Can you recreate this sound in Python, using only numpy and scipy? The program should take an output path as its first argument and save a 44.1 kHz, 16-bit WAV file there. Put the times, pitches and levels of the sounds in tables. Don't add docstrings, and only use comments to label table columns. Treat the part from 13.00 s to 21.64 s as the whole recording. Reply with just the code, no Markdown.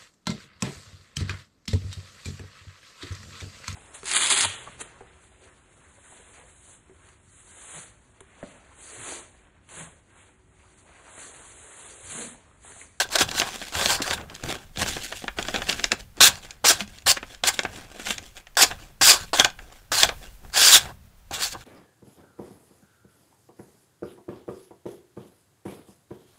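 import sys
import numpy as np
from scipy import signal
from scipy.fft import rfft, irfft, next_fast_len
from scipy.io import wavfile
from scipy.ndimage import uniform_filter1d, map_coordinates

SR = 44100
rng = np.random.default_rng(int(sys.argv[2]) if len(sys.argv) > 2 else 0)


def master(y):
    cut = np.clip(np.atleast_2d(y).T, -1, 1)
    pcm = np.round(cut * 32767)
    wavfile.write(sys.argv[1], SR, pcm.astype(np.int16))


def natural_amplitude(level_db):
    exponent = np.asarray(level_db, float) / 20
    return 10 ** exponent


N = 381024


def unit(x):
    return x / np.sqrt(np.mean(x ** 2) + 1e-20)


def along(points, hz):
    f, v = np.transpose(points)
    return np.interp(np.log(hz + 1), np.log(f + 1), v)


def wobble(rate):
    points = rng.standard_normal(int(N * rate / SR) + 4)
    return map_coordinates(points, [np.arange(N) * rate / SR])


def filtered(x, response):
    m = next_fast_len(x.shape[-1] + 8192)
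    spectrum = rfft(x, m) * response(np.fft.rfftfreq(m, 1 / SR))
    return irfft(spectrum, m)[..., :x.shape[-1]]


def shaped_noise(spectrum):
    return unit(filtered(rng.standard_normal(N), lambda hz: natural_amplitude(along(spectrum, hz))))


def wavering_noise(spectrum):
    return shaped_noise(spectrum) * natural_amplitude(1.9 * wobble(17))


RANGE_EDGES = [1200, 2300, 8500]


def ranges(x):
    a, b, c = RANGE_EDGES

    def below(hz, edge):
        return 1 / (1 + (hz / edge) ** 8)

    def shares(hz):
        body = below(hz, c) - below(hz, b)
        ring = below(hz, b) - below(hz, a)
        return np.sqrt(np.abs([body, ring, below(hz, a), 1 - below(hz, c)]))

    return np.array([unit(part) for part in filtered(x, shares)])


def slackened(db, slack_db, ring, hiss):
    ring_db = ring[0] + ring[1] * slack_db
    hiss_db = hiss[0] + hiss[1] * slack_db
    return natural_amplitude([db, db + ring_db, db + slack_db, db + hiss_db])


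# pitch_hz, width_hz, lift_db (before the lift share that each sound gives)
RESONANCES = [(760, 100, 6), (1090, 120, 4), (1580, 280, 9), (2150, 300, -2), (2750, 250, 3),
              (3400, 400, 6), (7300, 900, 4)]


def colour(spectrum, lift):
    def response(hz):
        peaks_db = sum(db / (1 + (2 * (hz - c) / w) ** 2) for c, w, db in RESONANCES)
        return natural_amplitude(along(spectrum, hz) + lift * peaks_db)
    return response


def fibres(spectrum, lift, spiky_db, clump_db, patchy_db, flap=()):
    clumps = 0.56 * wobble(80) + wobble(500)
    sizes = natural_amplitude(spiky_db * rng.exponential(size=N) + clump_db * clumps)
    hz, t, z = signal.stft(sizes * rng.standard_normal(N), SR, nperseg=256)
    field = uniform_filter1d(rng.standard_normal(z.shape), size=2, axis=0)
    field = uniform_filter1d(field, size=9, axis=1)
    z = z * natural_amplitude(patchy_db * unit(field))
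    if len(flap):
        off_pitch = hz[:, None] / np.interp(t, *flap) - 1
        z = z * natural_amplitude(8 / (1 + (off_pitch / .1) ** 2))
    grain = signal.istft(z, SR, nperseg=256)[1][:N]
    return ranges(filtered(grain, colour(spectrum, lift)))


# pitch_hz, relative_db
AIR_SPECTRUM = [(100, -30), (200, -12), (500, -9), (1500, -12), (2500, -17), (7500, -26), (9500, -36),
                (16000, -49)]


def air():
    return natural_amplitude(-65) * shaped_noise(AIR_SPECTRUM)


# pitch_hz, relative_db
STIR_SPECTRUM = [(12, -8), (26, 0), (60, -5), (85, -40)]
# time_s, level_db
STIR_LEVEL = [(0, -56), (.36, -48), (.67, -56), (.84, -49), (1.37, -55), (1.47, -46), (1.71, -54),
              (1.8, -43), (2.19, -54), (2.57, -43), (2.86, -46), (2.95, -54), (5.55, -53), (5.7, -46),
              (5.97, -54), (6.42, -47), (6.88, -52), (7.12, -41), (7.6, -51), (7.8, -45), (8.01, -54),
              (8.64, -53)]


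def stirred_air():
    level_db = np.interp(np.arange(N) / SR, *np.transpose(STIR_LEVEL))
    return natural_amplitude(level_db) * wavering_noise(STIR_SPECTRUM)


# pitch_hz, relative_db
BUMP_SPECTRUM = [(45, -25), (72, 0), (130, -6), (220, -12), (330, -40)]
# start_s, peak_db (the rms is set below it in the function)
JOLTS = [(0.019, -43), (0.214, -27), (0.341, -28), (0.749, -30.5), (0.839, -26), (0.919, -42), (1.097, -22),
         (1.43, -23.5), (1.773, -22), (1.821, -34), (1.952, -37), (2.372, -31.5), (2.532, -24),
         (2.699, -36.5), (2.912, -35.5), (3.196, -30.5), (3.268, -32), (3.629, -29.5), (3.699, -36.5),
         (3.81, -40), (4.052, -32), (4.426, -32), (4.638, -29.5), (5.059, -34.5), (5.599, -33.5),
         (5.691, -35), (5.998, -30), (6.204, -34.5), (6.388, -30), (6.904, -30.5), (7.026, -27.5),
         (7.429, -39.5), (7.555, -40), (7.758, -31), (7.839, -31.5), (8.304, -33.5), (8.524, -32.5)]


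def bumps():
    rise_s, t60_s, rms_re_peak_db, rest_db = 0.0092, 0.58, -11.5, -62.5
    t = np.arange(N) / SR
    jolts = natural_amplitude(rest_db) + np.zeros(N)
    for s, db in JOLTS:
        since = np.clip(t - s, 0, None)
        jolts += natural_amplitude(db + rms_re_peak_db - 60 * since / t60_s) * np.clip(since / rise_s, 0, 1)
    return jolts * wavering_noise(BUMP_SPECTRUM)


# pitch_hz, t60_s
ROOM_DECAY = [(200, .25), (2000, .22), (8000, .15), (15000, .08)]


def room(x):
    hz, t, z = signal.stft(rng.standard_normal(SR // 2), SR, nperseg=256)
    fade = natural_amplitude(-60 * t / along(ROOM_DECAY, hz)[:, None])
    tail = signal.istft(z * fade, SR, nperseg=256)[1]
    delayed = np.pad(x, (200, 0))
    return signal.fftconvolve(delayed, tail / np.linalg.norm(tail))[:N]


# level_db, pitch_hz, t60_s
KNOCK = (-28, 205, 0.19)


def tap():
    start_s, rise_s = 3.812, 0.0045
    db, hz, t60 = KNOCK
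    t = np.clip(np.arange(N) / SR - start_s, 0, None)
    return natural_amplitude(db - 60 * t / t60) * np.sin(2 * np.pi * hz * t) * np.clip(t / rise_s, 0, 1)


# pitch_hz, relative_db
SNAP_SPECTRUM = [(120, -39.5), (200, 23.5), (735, 14), (1020, -4.5), (2330, -4.5), (3250, -5),
                 (5840, -10.5), (6520, -10), (16000, -55)]
# start_s, peak_db (the crack's rms is set below it in the function),
# then thud_db, ring_db, tick_db, each relative to the crack
SNAP_EVENTS = [(0.089, -25.5, -2, -24, -1), (0.106, -26, -34, -32, -10), (0.127, -19, -12, -18, -13),
               (0.156, -1, -32, -14, -7), (0.186, -0.5, -21, -23, -2), (0.209, 0.5, -13, -16, -10),
               (0.289, -11, -11, -50, -18), (0.313, -11.5, -22, -18, -6), (0.349, -17.5, -6, -5, -13),
               (0.379, -10.5, -53, -4, -16), (0.398, 0.5, -18, -32, -17), (0.417, -5.5, -12.5, -2.5, -30),
               (0.541, -31, -21, -14, -14), (0.615, -18, -3, -3, -30), (0.723, -24.5, -6, -9, -10),
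               (0.751, -9, -26, -8, -16), (0.811, -6, -8.5, -13, -13), (0.858, 2, -9, -26, -19),
               (0.903, -3, -19, -19, -5), (1.003, -19.5, 6, -17, -16), (1.019, -6.5, -14, -27, -9),
               (1.077, -12, -10, -6, -10), (1.109, -8.5, -9, -2, -18), (1.176, -26.5, -15, 7, -26),
               (1.212, -27, -5, -10, -24), (1.298, -24, -19, -8, -14), (1.35, -21.5, -31, -33, -1),
               (1.437, -15, -2.5, -9, -3), (1.489, -19, -12, -19, -14), (1.76, -24, -19, -9, -15),
               (1.772, -11, -13, -16, -20), (1.795, -16, -17, -11, -10), (1.815, -13, -25, -40, -11),
               (1.861, -15.5, -8, -1, -13), (1.966, -17.5, -2.5, 1, -20), (2.022, -23, -14, -15, -9),
               (2.124, -17.5, -13, 0, -24), (2.154, -29, -20, -21, -15), (2.22, -27, -2, -5, -18),
               (2.24, -22.5, 5, -5, -21), (2.28, -15.5, -10, 4.5, -35), (2.386, -12, -2, 1, -22),
               (2.426, -13, -26, -31, -1), (2.45, -21, -7, -1, -12), (2.484, -10.5, -4.5, -4, -29),
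               (2.542, -10, -6.5, -3.5, -23), (2.56, -3, -17, -15, -36), (2.619, -13, -31, 0, -21),
               (2.67, -19, -19, -16, -22), (2.696, 0.5, -33, -18, -30), (2.727, -8, -16.5, -10, -25),
               (2.795, -11.5, -20, -5.5, -29), (2.841, 4, -29, -16, -27), (2.904, -36, -23, -10, -3),
               (2.918, 3.5, -25, -13.5, -17), (3.169, -40, -9, 5, 9), (3.206, 2.5, -14.5, -14, -23),
               (3.355, -17.5, -26.5, -18, -11), (3.431, -28, -19, -13, -12), (3.448, -29, -26, -21, -17),
               (3.507, -15.5, -33, -35, -7), (3.65, -10, -17, -13, -10), (3.805, -7.5, -38, -7, -26),
               (3.876, -28.5, -14, -15, -5), (3.985, -25, -38, -19, -9), (4.021, -38, -17, -4, 1),
               (4.068, -5, -18, -11, -17), (4.077, -8, -19, -27, -14), (4.171, -12.5, -11, 0, -28),
               (4.228, -28, 3.5, 11, -33), (4.347, -22.5, -32.5, -22, -12), (4.437, -1.5, -19, -8.5, -12),
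               (4.474, -15, -31, -25, -19), (4.539, -22, -12, -20, -14), (4.591, -2, -13, -7, -19),
               (4.633, -16, -6, -34, 0), (4.65, -17, 2, 7, -34.5), (4.759, -22.5, -25.5, -19.5, -19.5),
               (4.999, -26, -25, -3, -16), (5.069, -10.5, -29, -3.5, -19), (5.106, -7, -29, -6.5, -20),
               (5.181, -12.5, -39, -12.5, -8), (5.367, -25, -28, -9.5, -14), (5.469, -30, -32, -2, -18),
               (5.553, -29, -17, -21, -12), (5.571, -13, -24, -15, -15), (5.625, -5, -17, -18, -15),
               (5.712, -16.5, -24, 2, -31), (6.019, -7.5, -25, -3, -11.5), (6.333, -15, -7.5, -11, -17.5),
               (6.397, 10.5, -23, -20, -20), (6.446, 6, -26, -15, -34), (6.501, -22, -27, -23.5, -10),
               (6.589, -30, -28.5, 6, -28), (6.918, -9, -10, -9.5, -6), (7.032, 10.5, -25, -18.5, -5),
               (7.09, -6, -21, -7, -35), (7.499, -35.5, -12, -4, -7), (7.538, -20, -27.5, -23.5, -20),
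               (7.548, -18, -18.5, -16, -13), (7.563, -6.5, -28.5, -9, -15), (7.855, -29, 0, 9, -27.5),
               (8.311, -22.5, -1, -23, -5), (8.341, -19, -14, -16, -10), (8.41, -12, -21, -23, -12),
               (8.422, -11, -41, -27, -13), (8.526, -26, -7, -20, -12), (8.547, -28, 3, -20, -24)]


def snaps():
    rms_re_peak_db = -11
    out, t = np.zeros(N + SR), np.arange(SR // 10) / SR
    draws = rng.standard_normal((len(SNAP_EVENTS), len(t)))
    rise = np.clip(t / 0.0012, 0, 1)
    sharp = (natural_amplitude(-60 * t / 0.014) + 0.16 * natural_amplitude(-60 * t / 0.022)) * rise
    slow = natural_amplitude(-60 * t / 0.049) * rise
    for (s, db, thud_db, ring_db, tick_db), noise in zip(SNAP_EVENTS, draws):
        body, ring, thud, tick = ranges(filtered(noise, colour(SNAP_SPECTRUM, lift=0.56)))
        crack = sharp * (body + tick * natural_amplitude(tick_db - 60 * t / 0.092))
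        shiver = slow * (ring * natural_amplitude(ring_db) + thud * natural_amplitude(thud_db))
        out[round(s * SR):][:len(t)] += natural_amplitude(db + rms_re_peak_db) * (crack + shiver)
    return out[:N]


# pitch_hz, relative_db
RUSTLE_SPECTRUM = [(120, -38.5), (200, -1), (500, -4), (749, -5.5), (986, -12), (2210, -5), (4860, -7),
                   (7270, -8), (13300, -12.5), (16000, -13)]
# level_db at slackness 0, change in dB per dB of slackness
RUSTLE_RING_RULE = (-7, 0.48)
RUSTLE_HISS_RULE = (-17, -0.19)
# peak_s, level_db, swell and fade (dB per 50 ms, at least 2 is used), slack_db
SLIDES = [(0.49, -38.5, 10, 13, -3.5), (0.549, -38, 26, 33, -4), (0.625, -41.5, 5, 2, -7.5),
          (1.213, -52.5, 11, 16, 15), (1.305, -55, 34, 8, 10.5), (1.357, -47.5, 21, 14, -7),
          (1.497, -35, 11.5, 9, 3), (1.634, -55, 11, 16, 3), (1.822, -23.5, 23, 29, -4),
          (1.889, -28, 15, 9.5, -9.5), (1.962, -39.5, 15, 10, -4), (2.042, -33.5, 22, 11.5, -14.5),
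          (2.123, -42, 44, 15, -0.5), (2.163, -38.5, 29, 8, -26), (2.289, -58, 17, 32, 11),
          (2.39, -40.5, 31, 13, 2.5), (2.43, -41, 19, 19, -1), (2.488, -38, 15, 7, -4),
          (2.554, -35.5, 28, 12.5, 6), (2.626, -40, 44, 25, -10), (2.696, -28.5, 25, 14, -5),
          (2.794, -41.5, 13, 10, -3), (2.85, -37.5, 17, 21, -7), (2.925, -30, 57, 51, 4.5),
          (3.002, -45.5, 20, 23, -3), (3.18, -51.5, 40, 12, 7), (3.446, -46.5, 18, 15, -3),
          (3.512, -53.5, 6, 11, 0), (3.815, -36, 12, 34, -5), (3.89, -57, 14, 14, -18),
          (3.979, -52, 4, 16, -4), (4.236, -67, 13, 19, 5), (4.318, -47, 8.5, 12, -4.5),
          (4.596, -38, 11, 26, -3), (4.643, -47.5, 37, 15, 8.5), (4.759, -46, 8, 6, 1),
          (5.01, -48, 5.5, 22, 3), (5.109, -29.5, 9.5, 19, -8.5), (5.188, -50.5, 26, 9, 1.5),
          (5.26, -52.5, 14, 10, -26), (5.379, -44, 28, 30, -5), (5.477, -64, 22, 17, -10),
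          (5.837, -51, 6.5, 29, -0.5), (5.877, -56, 17, 13, 3), (6.282, -47.5, 20, 30, -15),
          (6.6, -57.5, 31, 3, 3.5), (6.725, -54, 30, 23, 1.5), (6.763, -54, 19, 19, -4),
          (7.246, -51, 10, 11, 1.5), (7.33, -74, 18.5, 33, -8), (7.42, -73, 53, 12, -4),
          (7.453, -63, 19.5, 22, 14), (8.616, -51.5, 19, 15, 1)]


def handling():
    grain = fibres(RUSTLE_SPECTRUM, lift=.7, spiky_db=2.5, clump_db=3, patchy_db=2.5)
    power, t = np.zeros(grain.shape), np.arange(N) / SR
    for s, db, swell_db, fade_db, slack_db in SLIDES:
        on = slice(max(round((s - .6) * SR), 0), round((s + .6) * SR))
        before = (s - t[on]) * max(swell_db, 2)
        after = (t[on] - s) * max(fade_db, 2)
        away_db = np.maximum(before, after) / .05
        power[:, on] += slackened(db - away_db, slack_db, RUSTLE_RING_RULE, RUSTLE_HISS_RULE) ** 2
    return (np.sqrt(power) * grain).sum(axis=0)


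# pitch_hz, relative_db
TEAR_SPECTRUM = [(150, -35.5), (300, -11.5), (600, -8), (1320, -10.5), (2420, -10.5), (3370, -12),
                 (5040, -8.5), (8000, -9.5), (12600, -12.5), (16000, -10.5)]
# level_db at slackness 0, change in dB per dB of slackness
TEAR_RING_RULE = (-6, .4)
TEAR_HISS_RULE = (-15.5, -0.35)
# time_s, tearing level_db, slack_db of the sheet, flap resonance pitch_hz
TEARING_STRETCHES = [
    [(0.0, -19.5, -6, 4210), (0.022, -26.5, -1.5, 4030), (0.04, -36.5, -21, 3640), (0.056, -57, 19, 3730),
     (0.07, -52, -14, 3930)],
    [(0.1, -46, -1, 4960), (0.124, -34.5, -12, 4170), (0.15, -28.5, -2, 3970), (0.158, -17, -2.5, 3970),
     (0.18, -45.5, 5, 3930), (0.184, -27.5, -5, 4050), (0.22, -17.5, -4, 4320), (0.26, -54, 0, 4180)],
    [(0.275, -46, -7, 3970), (0.289, -39, -2, 4060), (0.305, -48, -10, 4200), (0.315, -35, -8, 4320),
     (0.323, -43, 4, 4190), (0.395, -25.5, -19, 4170), (0.417, -33.5, 3, 3600), (0.445, -41, 2.5, 3490),
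     (0.48, -41, -1, 4040)],
    [(0.72, -44, -5, 4410), (0.758, -30.5, -6.5, 3910), (0.796, -32, -6, 3510), (0.864, -26.5, -7, 4180),
     (0.876, -30.5, -9, 4270), (0.906, -22.5, -10, 4440), (0.956, -28.5, -10, 4470), (0.986, -47, 0, 4660),
     (1.005, -50.5, 17.5, 5130)],
    [(1.015, -44, -5, 4120), (1.021, -27, -13, 4020), (1.039, -35.5, -5, 4090), (1.085, -35, -2.5, 4790),
     (1.121, -36, -1, 3640), (1.137, -26.5, -4, 3600), (1.165, -51, -2, 3630), (1.183, -48, -1, 3370),
     (1.19, -68, 3, 3290)],
    [(3.203, -26, -1.5, 3926), (3.213, -11, -14, 4060), (3.277, -11.5, -19, 3880),
     (3.309, -42.5, -1.5, 3730), (3.363, -48, -5, 4480), (3.39, -53, -0.5, 4510)],
    [(3.641, -29, 11, 4490), (3.653, -19, -4, 4760), (3.687, -14.5, -21, 5360), (3.709, -14.5, -7, 5420),
     (3.753, -42, -7.5, 3850), (3.79, -48.5, -5.5, 4150)],
    [(4.06, -32, -5, 4180), (4.076, -16.5, -12.5, 4360), (4.114, -14.5, -17.5, 4400),
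     (4.146, -48.5, -11, 4090), (4.162, -46, -9.5, 4150), (4.17, -40, 5.5, 3645)],
    [(4.435, -32.5, 5, 3570), (4.467, -29, -4.5, 4350), (4.475, -15.5, -18, 4305),
     (4.491, -18.5, -6.5, 4530), (4.521, -52, -2, 4290), (4.543, -35.5, -19, 3730), (4.55, -42, -17, 3610)],
    [(5.569, -15.5, 0, 4640), (5.573, -20.5, -10.5, 4850), (5.613, -17.5, -10.5, 5080),
     (5.625, -10.5, -26.5, 4780), (5.635, -13.5, -6, 4630), (5.659, -35.5, -1, 4730),
     (5.685, -39.5, -20, 4540), (5.721, -47.5, 13.5, 3570), (5.76, -62.5, -4, 3630)],
    [(6.011, -25.5, 5.5, 4530), (6.017, -18, -6.5, 4920), (6.045, -15.5, -21.5, 4780),
     (6.073, -12.5, -16, 4970), (6.097, -10.5, -18, 4980), (6.139, -20.5, -10, 4840),
     (6.185, -41.5, -8.5, 4180), (6.24, -43.5, -5, 4360)],
    [(6.331, -30.5, 11.5, 4730), (6.377, -27.5, -15, 3500), (6.389, -28.5, 0.5, 3430),
     (6.399, -19, -0.5, 3410), (6.421, -31.5, 2, 3370), (6.439, -40, -12, 3840), (6.447, -22.5, 0, 4280),
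     (6.473, -48.5, 8, 4240), (6.52, -63, 3, 4270)],
    [(6.917, -23.5, 3, 5040), (6.921, -24.5, -6.5, 5010), (6.961, -24, -14.5, 4340),
     (7.009, -22.5, -19, 4390), (7.028, -20.5, -3.5, 4225)],
    [(7.042, -18.5, -9.5, 3880), (7.05, -23, -3, 3940), (7.062, -41, -2, 3850), (7.082, -40.5, -4, 3640),
     (7.09, -40, 10, 3740), (7.13, -64.5, 19, 3685)],
    [(7.52, -56, -5, 4470), (7.544, -34, -10, 4600), (7.576, -19, -15, 4580), (7.664, -12.5, -17, 4850),
     (7.702, -15.5, -15, 4420), (7.744, -11, -24, 3560), (7.766, -11, -14, 3570), (7.794, -33, -13, 3600),
     (7.91, -58.5, 15, 4660)],
    [(8.309, -52, 16, 4210), (8.345, -29, -14, 3890), (8.385, -39.5, -2, 4240), (8.427, -25, -16, 4420),
     (8.447, -25.5, -13, 4360), (8.507, -45, -17, 4370), (8.529, -34.5, -20, 4730),
     (8.555, -67, 34.5, 4790), (8.59, -55, -13, 3890)],
]


def cutting():
    flap = np.vstack(TEARING_STRETCHES).T[[0, 3]]
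    grain = fibres(TEAR_SPECTRUM, lift=1, spiky_db=1.7, clump_db=1.6, patchy_db=2.6, flap=flap)
    gain, t = np.zeros(grain.shape), np.arange(N) / SR
    for rows in TEARING_STRETCHES:
        s, db, slack_db, _ = np.transpose(rows)
        on = slice(round(s[0] * SR), round(s[-1] * SR + 900))
        fade_in = (t[on] - s[0]) / .002
        fade_out = (s[-1] - t[on]) / .02 + 1
        fade = np.clip(np.minimum(fade_in, fade_out), 0, 1)
        level_db, slack = np.interp(t[on], s, db), np.interp(t[on], s, slack_db)
        gain[:, on] += fade * slackened(level_db, slack, TEAR_RING_RULE, TEAR_HISS_RULE)
    return (gain * grain).sum(axis=0)


def scene():
    paper = cutting() + handling() + snaps() + tap()
    rumble = stirred_air() + bumps()
    return (paper + natural_amplitude(-17) * room(paper) + rumble + air())[None]


def top_cut(x):
    return signal.sosfilt(signal.butter(12, 16400, fs=SR, output="sos"), x)


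def record(dry):
    top_hz, roll_hz = 15950, 350
    flat = dry / (1 + np.abs(dry / .95) ** 6) ** (1 / 6)
    mix = filtered(flat, lambda hz: np.clip((top_hz - hz) / roll_hz, 0, 1) ** 2)
    return top_cut(mix)


dry = scene()
out = record(dry)
master(out)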